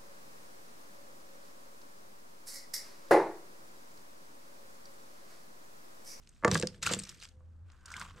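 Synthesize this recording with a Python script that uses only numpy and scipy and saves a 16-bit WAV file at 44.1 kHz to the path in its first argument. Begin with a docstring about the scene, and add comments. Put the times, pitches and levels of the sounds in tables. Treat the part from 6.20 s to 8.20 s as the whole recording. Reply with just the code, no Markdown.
"""In a small dry room, a hand sorts costume jewelry in a wooden box close to the microphone.
Knocks ring the box modes and a noise rattle; beads and earrings click as noise ticks with short rings.
Fine chain trickles as a swarm of link pings; filtered noise is the hand brushing the box.
An earring card scrapes along a divider in tiny slips with a thin rubbing note.
A faint low hum swells under the quiet air of the room, and a faint thin tone joins it."""
import sys
import numpy as np
from scipy import signal
from scipy.fft import rfft, irfft
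from scipy.io import wavfile
from scipy.ndimage import uniform_filter1d

SR = 44100
rng = np.random.default_rng(int(sys.argv[2]) if len(sys.argv) > 2 else 0)


def pcm_store(signal):
    """Save signal as 16-bit PCM."""
    levels = np.round(np.clip(np.atleast_2d(signal), -1, 1) * 32767)
    wavfile.write(sys.argv[1], SR, levels.astype(np.int16).T)


N = 88200  # two seconds
TOP_HZ = 16000  # upper limit of the link pitches and of the whole sound

# Modes of the box and its tray. Each row: frequency in Hz, level in dB, t60 in seconds.
BOX_MODES = [(83, -31, 0.044), (101.6, -19.5, 0.24), (163.2, -16, 0.27), (193.2, -17.5, .27),
             (238, -20, .13), (324, -8.5, 0.066), (374.6, -17, 0.13), (451, -7, 0.052), (499.3, -4.5, 0.16),
             (518.7, -10, 0.058), (628, -5.5, 0.04), (873, -7, 0.055), (1168, 1, 0.033),
             (1267, -5.5, 0.023), (1750, -4, 0.0306), (2035, -1, .014)]


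def undb(db):
    """Decibels to gain."""
    return 10 ** (np.asarray(db) / 20)


def unit(x):
    """Scale to rms 1."""
    return x / np.sqrt(np.mean(x ** 2))


def fade(rows):
    """Gain over time from (s, dB) points."""
    times, db = np.array(rows).T
    return undb(np.interp(np.arange(N) / SR, times, db))


def at(points, hz):
    """Read (Hz, dB) points on a log-frequency axis."""
    f, db = np.array(points).T
    return np.interp(np.log(hz), np.log(f), db)


def bins(x):
    """Frequencies of a sound's spectrum, kept at 1 Hz or more for the logarithms."""
    return np.maximum(np.fft.rfftfreq(x.shape[-1], 1 / SR), 1)


def shape(x, db):
    """Minimum-phase filter with the given gain at each frequency."""
    size = x.shape[-1]
    cepstrum = irfft(np.log(undb(db)), size)
    # folding the cepstrum forward makes the filter causal
    cepstrum[1:size // 2] *= 2
    cepstrum[size // 2 + 1:] = 0
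    return irfft(rfft(x) * np.exp(rfft(cepstrum)), size)


def colour(x, points):
    """Filter by (Hz, dB) points."""
    return shape(x, at(points, bins(x)))


def decay(t, t60):
    """Exponential fall of 60 dB in t60 seconds."""
    return np.exp(-np.log(1000) * t / t60)


def burst(t, t60, db):
    """Coloured noise with the energy of a decay that starts at 1."""
    env = decay(t, t60)
    noise = shape(rng.standard_normal(len(t)) * env, db)
    return unit(noise) * np.sqrt(np.mean(env ** 2))


def add(out, start_s, x):
    """Mix a sound in at its time."""
    i = max(int(start_s * SR), 0)
    out[..., i:i + x.shape[-1]] += x[..., :N - i]


def walk(rate):
    """Random drift of rms 1, smoothed twice over 1 / rate seconds."""
    k = int(SR / rate)
    smooth = uniform_filter1d(rng.standard_normal(N), k)
    return unit(uniform_filter1d(smooth, k))


def contacts(per_s, scatter_db):
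    """Random tiny impacts of uneven size and either sign, rms 1."""
    size = undb(scatter_db * np.minimum(rng.exponential(size=N), 4))
    hits = rng.random(N) < per_s / SR
    return unit(hits * size * rng.choice([-1, 1], N))


def ports(mid, side):
    """Two microphone ports: a shared sound plus a separately drawn one, opposite in sign at each."""
    # Level of the opposed part at each frequency. Each row: frequency in Hz, gain in dB.
    opposed_gain = [(130, -23.5), (260, -11.5), (1000, -12), (2500, -6.5), (5000, -9), (8500, -20.5),
                    (12000, -4)]
    return mid + colour(side, opposed_gain) * np.array([[1], [-1]])


def background():
    """Coloured noise as room air, a low sine hum that wavers in pitch and level, a faint steady-pitched tone."""
    # Room air. Each row: frequency in Hz, density in dB per Hz.
    air_spectrum = [(15, -9.5), (27, 5.5), (55, -8.5), (90, -10), (170, -15), (300, -24.5), (600, -31.5),
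                    (1500, -34.5), (2400, -50), (7300, -53), (15000, -67.5)]
    # Low hum. Each row: time in seconds, level in dB.
    hum_level = [(0, -84), (1.0, -69.5), (1.13, -59.5), (1.25, -53), (1.45, -53.5), (1.62, -63.5),
                 (1.70, -57), (1.93, -55.5), (2, -76)]
    # Faint thin tone. Each row: time in seconds, level in dB.
    tone_level = [(1.08, -100), (1.155, -71.5), (1.24, -76.5), (1.42, -94)]
    hum_hz, tone_hz = 79.8, 513  # the hum's centre, the tone's pitch
    waver, flutter_db = .08, 2  # rms drift: share of the hum's pitch, dB of its level
    air_db, side_db = -61, -5  # the opposed part is set against the shared part

    wandering_hz = hum_hz * (1 + waver * walk(40))
    hum = np.sin(2 * np.pi * np.cumsum(wandering_hz) / SR) * undb(flutter_db * walk(35))
    tone = np.sin(2 * np.pi * tone_hz * np.arange(N) / SR)
    mid, side = (unit(colour(rng.standard_normal(N), air_spectrum)) for _ in range(2))
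    air = undb(air_db) * (mid + undb(side_db) * side * np.array([[1], [-1]]))
    return air + unit(hum) * fade(hum_level) + unit(tone) * fade(tone_level)


def links():
    """Tiny links of all sizes ping as decaying sines and scrape as random impacts."""
    # Chain links. Each row: frequency in Hz, gain in dB per Hz.
    link_spectrum = [(200, -16.5), (850, -14.5), (1250, 2), (2500, 1), (5000, -1.5), (8600, -2),
                     (9800, -14), (12500, -16), (15500, -39)]
    links_per_s, scatter_db = 3400, 3.5
    ping_t60_s, scrape_db = 0.0069, -1.5  # scrape level against the pings

    t = np.arange(SR // 100) / SR
    when, pitch, size = rng.random((int(links_per_s * N / SR), 3)).T[:, :, None]
    strength = undb(scatter_db * np.minimum(-np.log(size), 4))
    pings = strength * np.sin(2 * np.pi * TOP_HZ * pitch * t) * decay(t, ping_t60_s)
    # sum every ping at its own moment
    places = (when * N).astype(int) + np.arange(len(t))
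    pings = np.bincount(places.ravel(), pings.ravel(), N)[:N]
    scrape = undb(scrape_db) * contacts(links_per_s, scatter_db)
    return unit(colour(unit(pings) + scrape, link_spectrum))


def chains():
    """The chains trickle in quick little surges while the fingers stir them."""
    # Stirring of the chains. Each row: time in seconds, level in dB.
    stir = [(0, -71), (.14, -76), (.16, -71.5), (.23, -74), (.31, -52), (.345, -37.5), (.385, -50.5),
            (.46, -62.5), (.53, -68), (.56, -67), (.612, -76), (.63, -34), (.65, -45.5), (.67, -35),
            (.70, -45.5), (.735, -37.5), (.765, -53), (.86, -59.5), (.91, -56), (.99, -66.5),
            (1.035, -53.5), (1.07, -66), (1.16, -84.5), (1.44, -90), (1.51, -76), (1.645, -78), (1.67, -63),
            (1.73, -62), (1.815, -53), (1.87, -62.5), (1.94, -72), (2, -64.5)]
    surge_db, surges_per_s = 1.6, 220  # rms depth, smoothing rate
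    surge = unit(undb(surge_db * walk(surges_per_s)))
    return ports(links(), links()) * surge * fade(stir)


def beads():
    """Each small hard contact is a noise tick and the short ring of three close modes."""
    # Clicks of beads, earrings and card edges. Each row: start in seconds, tick level in dB,
    # treble tilt in dB per octave, ring frequency in Hz, ring level in dB, tick t60 in seconds.
    clicks = [(0.073, -50.5, -2, 5160, -57, 0.012), (0.0912, -50.5, 11.5, 6550, -52, 0.018),
              (0.2476, -25.5, 1, 6720, -29, 0.013), (.2785, -30.5, -4, 7330, -33, 0.019),
              (0.3138, -19.5, -1, 3790, -25, 0.0096), (0.3148, -27, -19, 5900, -21, 0.023),
              (0.324, -36, -19, 6550, -43, 0.015), (0.335, -31, -9.5, 2560, -41.5, 0.0098),
              (0.3452, -21, 3, 6840, -28, 0.011), (0.3525, -25, -6.5, 3640, -31, 0.007),
              (0.354, -22.5, -16, 1615, -21.5, 0.023), (0.369, -33, 3, 3730, -37, 0.014),
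              (0.3752, -28, 1, 4880, -34, 0.0098), (.3790, -35, 7, 3600, -38, 0.01),
              (0.388, -37, -2, 4860, -36, 0.011), (0.3982, -24.5, 2.5, 7380, -29, 0.01),
              (0.4135, -30, -0.5, 7100, -47, 0.0092), (0.425, -26.5, -7, 2710, -30, 0.013),
              (.4258, -52, 1, 4910, -29, 0.011), (0.4323, -40, -2, 1643, -32, 0.014),
              (0.444, -49, 4, 6700, -56, 0.0097), (0.4718, -23, -1, 4840, -25.5, 0.0092),
              (0.4858, -45.5, -7, 4940, -56, 0.013), (0.544, -54, -8, 1734, -53, .04),
              (0.6199, -46, -7, 5860, -51, .01), (0.6259, -33.5, -3.5, 3920, -28, 0.051),
              (0.6317, -46, -13, 1420, -33.5, 0.022), (.6605, -46, 8, 1500, -37, .012),
              (0.6643, -22.5, 0, 2640, -23.5, 0.0075), (.6660, -28.5, 20, 1284, -28, 0.026),
              (0.6721, -34, -6, 1428, -22.5, 0.014), (0.679, -35, -6, 5950, -36, 0.012),
              (0.6903, -31.5, -10, 1460, -28, 0.058), (0.7005, -34.5, -12, 1300, -26, 0.097),
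              (0.713, -43, 1.5, 7800, -30.5, 0.012), (0.718, -28.5, 2.5, 5350, -42, 0.028),
              (0.7233, -34.5, -13, 7650, -22, 0.039), (0.7353, -19.5, -3.5, 7130, -22, 0.012),
              (0.7386, -36.5, -25.5, 3500, -26.5, 0.024), (0.7463, -35, 3.5, 7440, -27.5, 0.0075),
              (0.789, -36.5, -7, 7975, -28.5, 0.011), (0.7917, -38, 6, 8080, -26, 0.017),
              (.7990, -30, 0.5, 8000, -37, 0.007), (.8245, -44, 0.5, 6610, -47, .01),
              (0.835, -38, 3.5, 5410, -37.5, 0.026), (0.851, -44.5, -2, 5870, -41, 0.022),
              (.870, -47.5, -7, 5140, -48, 0.042), (0.8912, -38, 1.5, 6040, -41, 0.024),
              (0.896, -40, 3, 5330, -40, 0.016), (1.0005, -52, 9, 4370, -47.5, 0.015),
              (1.0128, -51.5, -1.5, 3880, -44, 0.027), (1.0202, -44, -3, 5900, -52, 0.0085),
              (1.0249, -42, -9.5, 4870, -43, 0.018), (1.035, -41.5, 1.5, 5420, -51, 0.013),
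              (1.0454, -44, 1.5, 7660, -61, 0.021), (1.052, -43, -5.5, 6120, -45, 0.017),
              (1.0874, -51.5, 1, 4700, -55, 0.022), (1.5003, -55.5, -10, 5000, -69.5, .02),
              (1.518, -57.5, 2, 6500, -57.5, 0.014), (1.6579, -41.5, 8.5, 5450, -42.5, 0.023),
              (1.681, -53, -5, 1390, -46.5, 0.014), (1.7032, -47.5, 2, 1410, -43.5, 0.015),
              (1.716, -43.5, 4, 1490, -41.5, 0.059), (1.7401, -41, -0.5, 2200, -34.5, 0.007),
              (1.7659, -39.5, 3, 3190, -36.5, 0.022), (1.797, -37.5, 10, 6200, -46, 0.0089),
              (1.802, -41, 3, 1190, -50, 0.0085), (1.8135, -50, 6, 1413, -34, 0.011),
              (1.814, -38, -4, 2020, -40, 0.011), (1.8211, -40.5, -13, 1063, -38.5, 0.018),
              (1.8502, -46.5, -9.5, 1260, -59, 0.019), (1.8830, -48.5, -16, 1420, -73, 0.034),
              (1.898, -56, 3, 3170, -52, 0.0097), (1.907, -50.5, -11, 1100, -52.5, 0.027)]
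    # Contact tick of small hard pieces. Each row: frequency in Hz, density in dB per Hz.
    tick_spectrum = [(200, -25.5), (800, -12.5), (1400, -8.5), (2500, 1), (5000, 6.5), (8500, 3.5),
                     (9800, -10.5), (12500, -17.5), (15500, -34)]
    tilt_hz, spread = 4560, 0.054  # pivot of the tilt, typical mode spacing as a share of the ring pitch
    ring_cycles, ring_min_s = 20, 0.013  # ring t60: this many cycles on top of the minimum
    rise_share = .035  # rise time constant as a share of the tick t60

    out, t = np.zeros((2, N)), np.arange(SR // 10) / SR
    f = bins(t)
    octaves = np.clip(np.log2(f / tilt_hz), -2, 1)
    for start, tick_db, tilt_db, ring_hz, ring_db, t60 in clicks:
        spectrum = at(tick_spectrum, f) + tilt_db * octaves
        tick = ports(*(burst(t, t60, spectrum) for _ in range(2)))
        hz = ring_hz * (1 + spread * np.array([-1, 0, 1]) * rng.uniform(0.45, 1.6, size=3))
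        modes = np.array([.5, 1, .5]) @ np.sin(2 * np.pi * hz[:, None] * t)
        ring = modes * decay(t, ring_min_s + ring_cycles / ring_hz)
        rise = 1 - np.exp(-t / (rise_share * t60))  # longer ticks also rise more slowly
        add(out, start, (undb(tick_db) * tick + undb(ring_db) * ring) * rise)
    return out


def box():
    """Each knock rings the box and shakes its contents; soft contacts lose the high modes."""
    # Knocks on the box. Each row: start in seconds, level in dB, contact cut-off in Hz,
    # bass boost in dB, centre of the boost in Hz.
    knocks = [(.2258, -47.5, 1980, 12.5, 91.2), (.2365, -34, 2010, 1, 90), (.2474, -14, 2620, -9.5, 125),
              (.2745, -26, 1480, -4.5, 89.7), (.2795, -24.5, 1710, 10, 162.5), (.3150, -32, 600, 11, 95.2),
              (.3245, -31, 298, 15.5, 160), (.3540, -30, 2450, 13.5, 166), (.3650, -36, 450, 7, 95),
              (.3990, -34, 600, 6.5, 100), (.4308, -22, 540, 2.5, 212.7), (.6640, -42, 1470, 1.5, 100),
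              (0.7104, -29, 550, 8, 217), (.7370, -37.5, 750, 11.5, 200), (.7640, -40, 557, 13, 200),
              (1.206, -65, 1405, -12.5, 90.1), (1.768, -42, 196, 6.5, 177), (1.815, -45, 175, 10.5, 161),
              (1.958, -58, 600, 28, 120)]
    # Rattle of the contents under a knock. Each row: frequency in Hz, density in dB per Hz.
    thud = [(40, -6.5), (100, -5.5), (300, 0), (700, 9), (1300, -2), (2100, -13.5), (2700, -20),
            (6000, -48.5)]
    bass_octaves, contact_slope = 0.44, 7.9  # half width of the boost, exponent of the cut-off
    thud_db, thud_t60_s = -6.5, 0.061
    grip_detune, strike_scatter_db = .012, 1.2  # rms share of pitch, rms dB per mode

    out, t = np.zeros((2, N)), np.arange(SR // 2) / SR
    f = bins(t)
    hz, db, t60 = np.array(BOX_MODES).T
    sign = (-1) ** (np.arange(len(hz)) // 2)  # pairs of modes swing against each other

    def push_db(at_hz, contact_hz, bass_db, bass_hz):
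        """Spectrum of the push: a bass boost and the softness of the contact."""
        boost = bass_db / (1 + (np.log2(at_hz / bass_hz) / bass_octaves) ** 2)
        return boost - 10 * np.log10(1 + (at_hz / contact_hz) ** contact_slope)

    for start, level_db, *push in knocks:
        # grip shifts the modes, the spot struck changes their levels
        grip, spot = rng.standard_normal((2, len(hz)))
        mode_hz = hz * (1 + grip_detune * grip)
        rings = np.sin(2 * np.pi * mode_hz[:, None] * t) * decay(t, t60[:, None])
        strength = sign * undb(db + push_db(hz, *push) + strike_scatter_db * spot)
        rattle = ports(*(burst(t, thud_t60_s, at(thud, f)) for _ in range(2)))
        rattle = shape(rattle, push_db(f, *push))
        add(out, start, undb(level_db) * (strength @ rings + undb(thud_db) * rattle))
    return out


def hand():
    """The hand rubs the box: noise through its damped modes keeps the low ones rumbling."""
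    # Hand bumping and brushing along the box. Each row: time in seconds, level in dB.
    brush = [(.245, -95), (.27, -41), (.335, -31), (.39, -42.5), (.42, -48.5), (.50, -51), (.53, -61),
             (.55, -55.5), (.60, -62), (.66, -45.5), (.73, -46.5), (.80, -50.5), (.86, -62), (.95, -63),
             (1.1, -75), (1.3, -92), (1.5, -73.5), (1.7, -74), (1.85, -66.5), (1.93, -65.5), (2, -54)]
    # Rubbing force. Each row: frequency in Hz, gain in dB per Hz.
    rub_force = [(30, -4.5), (100, 6.5), (165, 2.5), (230, -3.5), (330, -10.5), (500, -17.5), (900, -25),
                 (3000, -52)]
    damping_hz = 12  # widening of the modes under the hand

    f = bins(np.zeros(N))[:, None]
    hz, db, t60 = np.array(BOX_MODES).T
    width = np.log(1000) / (2 * np.pi * t60) + damping_hz
    power = undb(db) ** 2 / ((f - hz) ** 2 + width ** 2)
    body_db = 10 * np.log10(power.sum(axis=1))
    rumble = colour(shape(rng.standard_normal(N), body_db), rub_force)
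    return unit(rumble) * fade(brush)


def card():
    """The sliding card catches and slips in tiny impacts and rubs with a thin note of narrow noise."""
    # Pressure of the sliding card. Each row: time in seconds, level in dB.
    slide = [(1.43, -90), (1.49, -71), (1.63, -74), (1.67, -57), (1.72, -54.5), (1.78, -52), (1.82, -52.5),
             (1.85, -57), (1.91, -64), (1.935, -67.5), (2, -60.5)]
    # Resonance of the card. Each row: frequency in Hz, gain in dB per Hz.
    card_spectrum = [(200, -16.5), (750, -13), (1100, 2), (1500, -1.5), (2000, -11), (3200, -14.5),
                     (6000, -37)]
    # Thin rubbing note. Each row: time in seconds, level in dB.
    rub = [(1.43, -95.5), (1.50, -74.5), (1.62, -73.5), (1.69, -61.5), (1.76, -47), (1.80, -87)]
    rub_hz, rub_width_hz = 1520, 190
    slips_per_s, slip_scatter_db = 900, 1.5
    catch_db, catches_per_s = 2.5, 130  # rms depth, smoothing rate

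    noise = rng.standard_normal(N)
    note = shape(noise, -20 * np.log10(1 + (2 * (bins(noise) - rub_hz) / rub_width_hz) ** 2))
    catch = undb(catch_db * walk(catches_per_s))
    slips = colour(contacts(slips_per_s, slip_scatter_db) * catch, card_spectrum)
    return unit(slips) * fade(slide) + unit(note * catch) * fade(rub)


def reflections(x, t60, delay_s):
    """A diffuse noise tail of unit energy whose treble dies first."""
    treble_hz, treble_t60_s = 2000, .17
    t = np.arange(SR // 2) / SR
    noise = rng.standard_normal(len(t))
    low = signal.sosfiltfilt(signal.butter(2, treble_hz, fs=SR, output="sos"), noise)
    tail = low * decay(t, t60) + (noise - low) * decay(t, treble_t60_s)
    tail *= t >= delay_s
    return signal.fftconvolve(x, tail / np.linalg.norm(tail))[:N]


def scene():
    """The handling sounds in a small dry room, over its background."""
    # How much the room differs between the ports. 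Each row: frequency in Hz, gain in dB.
    room_width = [(120, -18), (500, -4.5), (1500, -2)]
    room_db, room_t60_s, room_delay_s = -15.5, 0.22, 0.0081

    quiet = background()
    near = chains() + beads() + box() + hand() + card()
    mono = near.mean(axis=0)
    room = np.array([reflections(mono, room_t60_s, room_delay_s) for _ in range(2)])
    shared = room.mean(axis=0)
    room = colour(room - shared, room_width) + shared
    return near + undb(room_db) * room + quiet


def record(dry):
    """The two ports differ in colour and the left one hears slightly later; the top is cut."""
    # Left port over right. Each row: frequency in Hz, difference in dB.
    left_bias = [(130, 0), (260, -2.5), (1000, -.7), (5000, -.4), (8500, 1.5), (12000, 7)]
    lag_s = 1.2e-5
    f = bins(dry)
    # each port takes half of the level difference and half of the lag
    half = undb(at(left_bias, f) / 2) * np.exp(-1j * np.pi * f * lag_s)
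    heard = irfft(rfft(dry) * np.array([half, 1 / half]), N)
    return signal.sosfilt(signal.ellip(8, .2, 70, TOP_HZ, fs=SR, output="sos"), heard)


dry = scene()
out = record(dry)
pcm_store(out)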